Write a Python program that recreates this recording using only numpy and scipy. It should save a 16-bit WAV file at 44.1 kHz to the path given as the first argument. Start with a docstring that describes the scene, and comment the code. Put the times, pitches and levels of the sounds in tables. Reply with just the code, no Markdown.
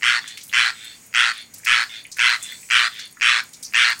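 """Tree frogs at night

A tree frog barks eight times from a window ledge, and a farther frog answers in the gaps.
Each bark is a run of pulses, and each pulse is a few quick snaps that set the throat ringing.
The window recess and the yard throw the sound back. Behind the frogs are a low rumble, hiss,
thin insect tones and the light scuffs, taps and ticks of handling."""
import sys
import numpy as np
from scipy import signal
from scipy.fft import rfft, irfft, next_fast_len
from scipy.io import wavfile
from scipy.ndimage import uniform_filter1d, minimum_filter1d, map_coordinates

SR = 44100
rng = np.random.default_rng(int(sys.argv[2]) if len(sys.argv) > 2 else 0)


def bounce(signal):
    """Save signal as a 16-bit WAV file at the path given by the first command-line argument."""
    frames = np.transpose(np.atleast_2d(signal))
    limited = np.clip(frames, -1, 1)
    pcm = np.round(limited * 32767).astype(np.int16)
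    wavfile.write(sys.argv[1], SR, pcm)


N = 176400  # 4 seconds


def amp(db):
    """Turn decibels into a number to multiply by."""
    return 10 ** (np.asarray(db) / 20)


def unit(x):
    """Scale a sound to an average (rms) level of 1."""
    return x / np.sqrt(np.mean(x ** 2) + 1e-20)


def curve(points, x):
    """Join the points with straight lines and read the value at x."""
    return np.interp(x, *np.transpose(points))


def along(points, hz):
    """Read (f/Hz, value) points, giving every octave the same room."""
    f, v = np.transpose(points)
    return np.interp(np.log(hz + 1), np.log(f), v)


def fade(t, t60):
    """Die away by 60 dB in t60 seconds."""
    return np.exp(-np.log(1000) * t / t60)


def add(track, start, x):
    """Mix x into the track, beginning at start seconds."""
    i = max(round(start * SR), 0)
    track[i:i + len(x)] += x[:max(len(track) - i, 0)]


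def coloured(x, points):
    """Make each frequency louder or softer, following (f/Hz, level/dB) points."""
    size = 2 * next_fast_len(len(x) // 2 + SR // 20)
    cepstrum = irfft(np.log(amp(along(points, np.fft.rfftfreq(size, 1 / SR)))))
    # folding it in half makes the filter ring after a click, never before
    cepstrum[1:size // 2] *= 2
    cepstrum[size // 2 + 1:] = 0
    return irfft(rfft(x, size) * np.exp(rfft(cepstrum)))[:len(x)]


def band(x, hz, octaves):
    """Keep the frequencies around hz, scaled to level 1."""
    f = np.fft.rfftfreq(len(x), 1 / SR)
    bell = np.exp(-.5 * (np.log2((f + 1) / hz) / octaves) ** 2)
    return unit(irfft(rfft(x) * bell, len(x)))


# how long the yard's echo takes to die away: f/Hz, t60/s
YARD_DECAY = [(500, 0.3), (2000, 0.15), (5000, 0.24), (10000, 0.12)]
def echo(x):
    """The yard scatters a sound back as a soft, noisy tail."""
    hz, t, spectrum = signal.stft(rng.standard_normal(SR // 3), SR, nperseg=256)
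    tail = signal.istft(spectrum * fade(t, along(YARD_DECAY, hz)[:, None]), SR, nperseg=256)[1]
    return signal.fftconvolve(x, tail / np.linalg.norm(tail))[:len(x)]


# tone of the night background: f/Hz, level/dB
RUMBLE_COLOUR = [(12, -50), (28, -30), (40, -16), (50, -10.5), (85, -4), (118, 0.5), (150, -2), (240, -1),
                 (380, -8.5), (1100, -11.5), (1700, -10.5), (2250, -4.5), (3000, -14), (6000, -28),
                 (16000, -21)]
def night_rumble(level_db=-54.5, waver_db=1, waver_hz=14):
    """Low, steady noise whose level wavers a little."""
    rumble = unit(coloured(rng.standard_normal(N), RUMBLE_COLOUR))
    steps = rng.standard_normal(int(N * waver_hz / SR) + 4)
    waver = map_coordinates(steps, [np.arange(N) * waver_hz / SR])  # glide from step to step
    return amp(level_db + waver_db * waver) * rumble


# tone of the hiss: f/Hz, level/dB
HISS_COLOUR = [(1500, -21), (3500, -10.5), (6000, 2), (8500, 4.5), (11000, -8), (16000, -6)]
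# loudness of the hiss: t/s, level/dB
HISS_SWELL = [(0, -50), (.33, -53), (.46, -54), (0.848, -51.5), (1.06, -49.5), (1.11, -56), (1.36, -50.5),
              (1.5, -57.5), (1.6, -50), (1.9, -49), (2.078, -57), (2.3, -45), (2.53, -46), (2.66, -45),
              (2.92, -48), (3.02, -53.5), (3.17, -55), (3.46, -49.5), (3.52, -52.5), (4, -47)]
def hiss():
    """Thin, high hiss that swells and sinks."""
    swell = amp(curve(HISS_SWELL, np.arange(N) / SR))
    return swell * unit(coloured(rng.standard_normal(N), HISS_COLOUR))


# trills of closer insects: t/s, length/s, level/dB
INSECT_TRILLS = [(0.678, 0.28, -51), (2.423, 0.32, -49.5)]
def insects(chorus_hz=6750, chorus_db=-58.5, trill_hz=7870, octaves=.017):
    """A steady chorus and two trills, made of noise so narrow that it is almost a tone."""
    out = amp(chorus_db) * band(rng.standard_normal(N), chorus_hz, octaves)
    for start, length, db in INSECT_TRILLS:
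        n = round(length * SR)
        tone = band(rng.standard_normal(SR), trill_hz, octaves)
        rasp = amp(-4) * band(rng.standard_normal(SR), trill_hz, octaves=.17)
        add(out, start, amp(db) * signal.windows.tukey(n) * (tone + rasp)[:n])
    return out


def handling_crackle(per_second=14, max_db=-36):
    """Faint, short, high crackles at random moments."""
    out, t = np.zeros(N), np.arange(SR // 40) / SR
    for place, size in rng.random((round(per_second * N / SR), 2)):
        burst = band(rng.standard_normal(len(t)), hz=9840, octaves=.11)
        add(out, place * N / SR, amp(max_db) * size * burst * fade(t, t60=.014))
    return out


# light scuffs: t/s, level/dB, f/Hz, width/octaves, t60/s
HANDLING_SCUFFS = [(0.2755, -31.5, 6800, 0.38, .16), (.3721, -33.5, 3730, 0.88, 0.17),
                   (.409, -38, 5100, 0.5, 0.17), (.433, -34, 9400, 0.73, 0.14),
                   (0.478, -39, 9700, 0.7, 0.19), (0.8454, -37.5, 8500, 0.52, 0.066),
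                   (1.062, -44, 11000, 0.69, 0.087), (1.5367, -37.5, 6500, 0.53, 0.21),
                   (1.5833, -38, 9150, 0.63, 0.061), (1.6452, -30, 5900, 0.53, 0.2),
                   (2.1155, -31, 5860, 0.44, 0.16), (2.167, -35.5, 6400, 0.95, 0.13),
                   (2.426, -27, 7800, .28, 0.15), (2.9917, -32, 4900, 0.5, 0.16),
                   (3.534, -36.5, 5360, 0.52, 0.15), (3.6267, -29.5, 6700, 0.58, 0.15),
                   (3.646, -28.5, 5430, 0.22, 0.16), (3.9913, -33.5, 9000, 0.98, .1)]
def handling_scuffs(grain_db=2.5, attack_s=.0011):
    """Each scuff is a puff of grainy noise that starts fast and fades."""
    out, t = np.zeros(N), np.arange(SR // 4) / SR
    for start, db, hz, octaves, t60 in HANDLING_SCUFFS:
        grain = amp(grain_db * unit(uniform_filter1d(rng.standard_normal(len(t)), size=60)))
        rub = band(grain * rng.standard_normal(len(t)), hz, octaves)
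        add(out, start, amp(db) * fade(t, t60) * (1 - np.exp(-t / attack_s)) * rub)
    return out


# soft taps: t/s, level/dB, f/Hz
HANDLING_TAPS = [(.2418, -24, 1700), (.3735, -28.5, 2380), (.4938, -31.5, 3300), (1.5988, -46, 1520),
                 (1.6337, -33, 2080), (2.0474, -41, 2230), (2.052, -28, 2340), (2.1685, -30, 1800),
                 (2.5217, -28, 1750), (2.6294, -36.5, 2350), (2.9921, -28, 1780), (3.17, -32.5, 1600)]
def handling_taps(attack_s=.00079):
    """Each tap is a very short burst of pitched noise that echoes in the yard."""
    out, t = np.zeros(N), np.arange(SR // 4) / SR
    shape = fade(t, t60=.02) * (1 - np.exp(-t / attack_s))
    for start, db, hz in HANDLING_TAPS:
        tap = shape * band(rng.standard_normal(len(t)), hz, octaves=.25)
        add(out, start, amp(db) * (tap + amp(-2) * echo(tap)))
    return out


# the clear ticks, before boost and tone shaping: t/s, level/dB
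CLEAR_TICKS = [(0.2768, -40), (0.3716, -40), (0.434, -48), (0.6589, -35), (0.843, -38), (1.0625, -49),
               (1.1384, -31), (1.5414, -25.5), (1.65, -21), (1.8388, -37), (2.1161, -36), (2.2952, -32),
               (2.4035, -41), (2.4274, -32), (2.5212, -30), (2.6125, -37), (2.8066, -36), (2.9398, -38),
               (2.9911, -37), (3.1109, -37), (3.4371, -31), (3.5344, -36), (3.6292, -34), (3.7335, -31),
               (3.9011, -27), (3.9914, -26)]
# tone of the ticks: f/Hz, level/dB
TICK_TONE = [(1000, -29), (4000, -26), (8000, -7), (15000, 8)]
def handling_ticks(faint_per_second=19, boost_db=3, rattle_db=-11):
    """Bright clicks, each with a brief rattle, among random ones too faint to hear."""
    place, strength = rng.random((round(faint_per_second * N / SR), 2)).T
    ticks = np.bincount((place * N).astype(int), amp(-152.5 + 54 * strength), N)
    for start, db in CLEAR_TICKS:
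        add(ticks, start, amp([db + boost_db]))
    t = np.arange(SR // 4) / SR
    rattle = amp(rattle_db) * fade(t, t60=.03) * rng.standard_normal(len(t))
    return coloured(ticks + signal.fftconvolve(ticks, rattle)[:N], TICK_TONE)


def snaps(length, pulse_hz, effort, gap_s=.00128, rush_s=.00062, drag_s=.003, jitter_s=.00007):
    """Time, strength and progress of each snap. Progress runs from 0 to 1 through the bark."""
    snap_db = [1, 5.5, 1, -14.5]  # balance of the four snaps in a pulse
    pulse = np.arange(int(length * pulse_hz) + 1)
    progress = pulse / pulse[-1]
    per_snap, per_pulse = (len(pulse), 4), (len(pulse), 1)
    starts = pulse / pulse_hz - rush_s * (pulse > 0)  # the first gap is a little short
    starts += jitter_s * rng.standard_normal(len(pulse))
    starts += drag_s * progress ** 4  # the last pulses fall behind as the air runs out
    gaps = gap_s * np.exp(.11 * rng.standard_normal(per_snap))
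    gaps *= np.exp(.16 * rng.standard_normal(per_pulse))
    times = np.abs(starts[:, None] + np.cumsum(gaps, axis=1) - gaps[:, :1])
    effort_db = curve(effort, progress)[:, None]
    late_db = .82 * np.minimum(effort_db, 0) * np.arange(4)  # weak pulses lose their later snaps
    gain = amp(snap_db + late_db + 1.2 * rng.standard_normal(per_snap))
    gain /= np.linalg.norm(gain, axis=1, keepdims=True)
    gain *= amp(effort_db + .3 * rng.standard_normal(per_pulse))
    return times.ravel(), gain.ravel(), np.repeat(progress, 4)


def clicks(times, gain):
    """Half a second of sound with one click at each given time."""
    return np.bincount(np.round(times * SR).astype(int), gain, SR // 2)


def ringing(times, gain, progress, glide, t60, scatter):
    """Each snap starts a short tone, close to the pitch the glide has reached."""
    out, t = np.zeros(SR // 2), np.arange(SR // 20) / SR
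    pitch = curve(glide, progress) * np.exp(scatter * rng.standard_normal(len(times)))
    decay = fade(t, t60)
    shape = decay * (1 - decay ** 4)  # quick rise, slower fall
    for start, strength, hz in zip(times, gain, pitch):
        add(out, start, strength * shape * np.sin(2 * np.pi * hz * t))
    return unit(out)


def at_level(bark, length, db):
    """Give a bark the energy of a steady sound at db lasting length seconds."""
    return amp(db) * unit(bark) * np.sqrt(length * SR / len(bark))


# the far frog's answers: t/s, length/s, level/dB
FAR_BARKS = [(.215, 0.14, -39), (0.747, 0.2, -40.5), (1.326, 0.1, -37.5), (1.894, 0.11, -36),
             (2.409, 0.15, -37.5), (2.917, 0.15, -37)]
# how hard it pushes: progress/0-1, level/dB
FAR_PUSH = [(0, -2), (.55, 2.5), (.85, -3.5), (1, -8)]
# tone of its snaps: f/Hz, level/dB
FAR_TONE = [(100, -50), (700, -36.5), (1600, -2), (2350, 1), (2900, -4.5), (3600, 3), (4300, -5.5),
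            (5200, -8), (8000, -20), (11000, -38)]
# pitch of its main ring: progress/0-1, f/Hz
FAR_MAIN_GLIDE = [(0, 3550), (.7, 3562), (1, 3510)]
# pitch of its lower ring: progress/0-1, f/Hz
FAR_LOW_GLIDE = [(0, 2420), (1, 2314)]
# pitch of a ring that grows toward the end: progress/0-1, f/Hz
FAR_END_GLIDE = [(0, 3640), (.6, 4180), (1, 4420)]
def far_frog(pulse_hz=113.1):
    """A frog across the yard: thin snaps and three ringing tones, blurred by echo."""
    out = np.zeros(N)
    for start, length, db in FAR_BARKS:
        times, gain, progress = snaps(length, pulse_hz, FAR_PUSH)
        late_gain = gain * progress ** 2
        bark = unit(coloured(clicks(times, gain), FAR_TONE))
        bark += amp(-2) * ringing(times, gain, progress, FAR_MAIN_GLIDE, t60=.026, scatter=.014)
        bark += amp(-5) * ringing(times, gain, progress, FAR_LOW_GLIDE, t60=.013, scatter=.15)
        bark += amp(-8) * ringing(times, late_gain, progress, FAR_END_GLIDE, t60=.013, scatter=.034)
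        bark += amp(.5) * echo(bark)
        add(out, start, at_level(bark, length, db))
    return out


# tone of a snap as the near frog's throat sac starts to fill: f/Hz, level/dB
SAC_OPENING = [(60, -64), (450, -58), (800, -24), (1300, -6), (2100, 4.5), (2700, 1.5), (3600, -20),
               (5500, -13.5), (8000, -26.5), (10000, -39), (15000, -45)]
# tone when the sac is full: f/Hz, level/dB
SAC_FULL = [(60, -24), (450, -38.5), (800, -32.5), (1050, -13.5), (1350, 0), (2100, 0.5), (3000, -1),
            (3800, -18.5), (5500, -15), (7300, -24.5), (8100, -18.5), (8700, -39), (9500, -20),
            (10800, -45), (15000, -44)]
# tone as the bark closes: f/Hz, level/dB
SAC_CLOSING = [(60, -55), (450, -35.5), (800, -24), (1350, -2), (1950, -0.5), (2800, -12), (3800, -16.5),
               (5500, -21), (8000, -23.5), (8700, -25.5), (9400, -24), (10800, -54), (15000, -47)]
# how long the sac holds back each frequency: f/Hz, delay/s
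SAC_DELAY = [(900, 0.0009), (1400, 0.00039), (2200, 0.00021), (3200, 0.00047), (6000, 0.00055),
             (10000, .0009)]
def throat_sac(times, gain, progress, turn_radians=3.4):
    """The sac changes the tone of the snaps as it fills, and smears each one a little in time."""
    opening = np.interp(progress, [0, .22], [1, 0])
    closing = np.interp(progress, [.42, .85], [0, 1])
    stages = [(opening, SAC_OPENING), (1 - opening - closing, SAC_FULL), (closing, SAC_CLOSING)]
    sound = unit(sum(coloured(clicks(times, gain * weight), tone) for weight, tone in stages))
    hz = np.fft.rfftfreq(len(sound), 1 / SR)
    lag = 2 * np.pi * np.cumsum(along(SAC_DELAY, hz)) * hz[1]
    phase = turn_radians - lag  # a fixed turn of the phase, close to flipping each snap upside down
    return irfft(rfft(sound) * np.exp(1j * phase), len(sound))


# rising pitch of the throat's ring: progress/0-1, f/Hz
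THROAT_GLIDE = [(0, 2834), (.2, 3034), (.45, 3473), (.7, 4010), (1, 4540)]
# strength of that ring: progress/0-1, level/dB
THROAT_SWELL = [(0, -13.5), (.12, -0.5), (.4, -1.5), (.7, -3), (1, -3)]
# tone of that ring: f/Hz, level/dB
THROAT_TONE = [(100, -36), (1500, -17), (2700, -4.5), (3400, 3.5), (3720, -4), (4080, 2), (4600, -0.5),
               (4900, -6), (5200, -3), (7000, -22)]
def throat_ring(times, gain, progress):
    """The snaps ring the throat at a pitch that climbs and grows less steady."""
    scatter = np.interp(progress, [0, 1], [.045, .15])
    strength = gain * amp(curve(THROAT_SWELL, progress))
    ring = ringing(times, strength, progress, THROAT_GLIDE, t60=.019, scatter=scatter)
    return unit(coloured(ring, THROAT_TONE))


# pitch of the squeak: progress/0-1, f/Hz
SQUEAK_GLIDE = [(0, 4700), (.05, 6100), (.1, 7450), (.2, 8800), (1, 9500)]
def squeak(times, gain, progress, fade_db=45):
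    """A thin, high ring that flicks upward as the bark starts, then fades."""
    strength = gain * amp(-fade_db * progress)
    return ringing(times, strength, progress, SQUEAK_GLIDE, t60=.009, scatter=.05)


def window_recess(x, longest_s=.007):
    """The walls around the ledge send back eight very quick echoes."""
    bounces = clicks(longest_s * rng.uniform(.2, 1, size=8), rng.standard_normal(size=8))
    return signal.fftconvolve(x, bounces / np.linalg.norm(bounces))[:len(x)]


# the near frog's barks: t/s, length/s, level/dB
NEAR_BARKS = [(0.0232, .169, -17), (.528, 0.18, -17), (1.14, 0.18, -16.5), (1.6619, 0.18, -16.5),
              (2.1852, 0.18, -16), (2.7014, 0.18, -15.5), (3.211, 0.19, -15.5), (3.737, 0.19, -15)]
# how hard it pushes: progress/0-1, level/dB
NEAR_PUSH = [(0, -11.5), (0.052, -1.5), (.15, -1), (.33, 2.5), (.55, 0.5), (.85, -0.5), (1, -5.5)]
def near_frog(pulse_hz=121.7, lead_s=.012, lead_db=-28.5):
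    """The frog on the ledge: snaps sound through its sac and throat, then bounce off walls and yard."""
    out = np.zeros(N)
    for start, length, db in NEAR_BARKS:
        times, gain, progress = snaps(length, pulse_hz, NEAR_PUSH)
        # one tiny snap leads into the bark
        times = np.r_[0, times + lead_s]
        gain = np.r_[amp(lead_db), gain]
        progress = np.r_[0, progress]
        bark = throat_sac(times, gain, progress)
        bark += amp(-8) * throat_ring(times, gain, progress)
        bark += amp(-25) * squeak(times, gain, progress)
        bark += amp(-10) * window_recess(bark) + amp(-9) * echo(bark)
        add(out, start - lead_s, at_level(bark, length, db))
    return out


def scene():
    """Everything at one microphone."""
    frogs = near_frog() + far_frog()
    handling = handling_scuffs() + handling_taps() + handling_ticks()
    background = night_rumble() + insects() + hiss()
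    return (background + handling + handling_crackle() + frogs)[None]


def record(dry, ceiling=.8, window_samples=131, top_hz=16050):
    """The camera turns down the loudest peaks and cuts off the highest treble."""
    gain = minimum_filter1d(ceiling / np.maximum(np.abs(dry), ceiling), window_samples)
    limited = dry * uniform_filter1d(gain, window_samples)
    size = next_fast_len(N + SR // 2)
    kept = np.fft.rfftfreq(size, 1 / SR) < top_hz
    return irfft(rfft(limited, size) * kept, size)[:, :N]


dry = scene()
out = record(dry)
bounce(out)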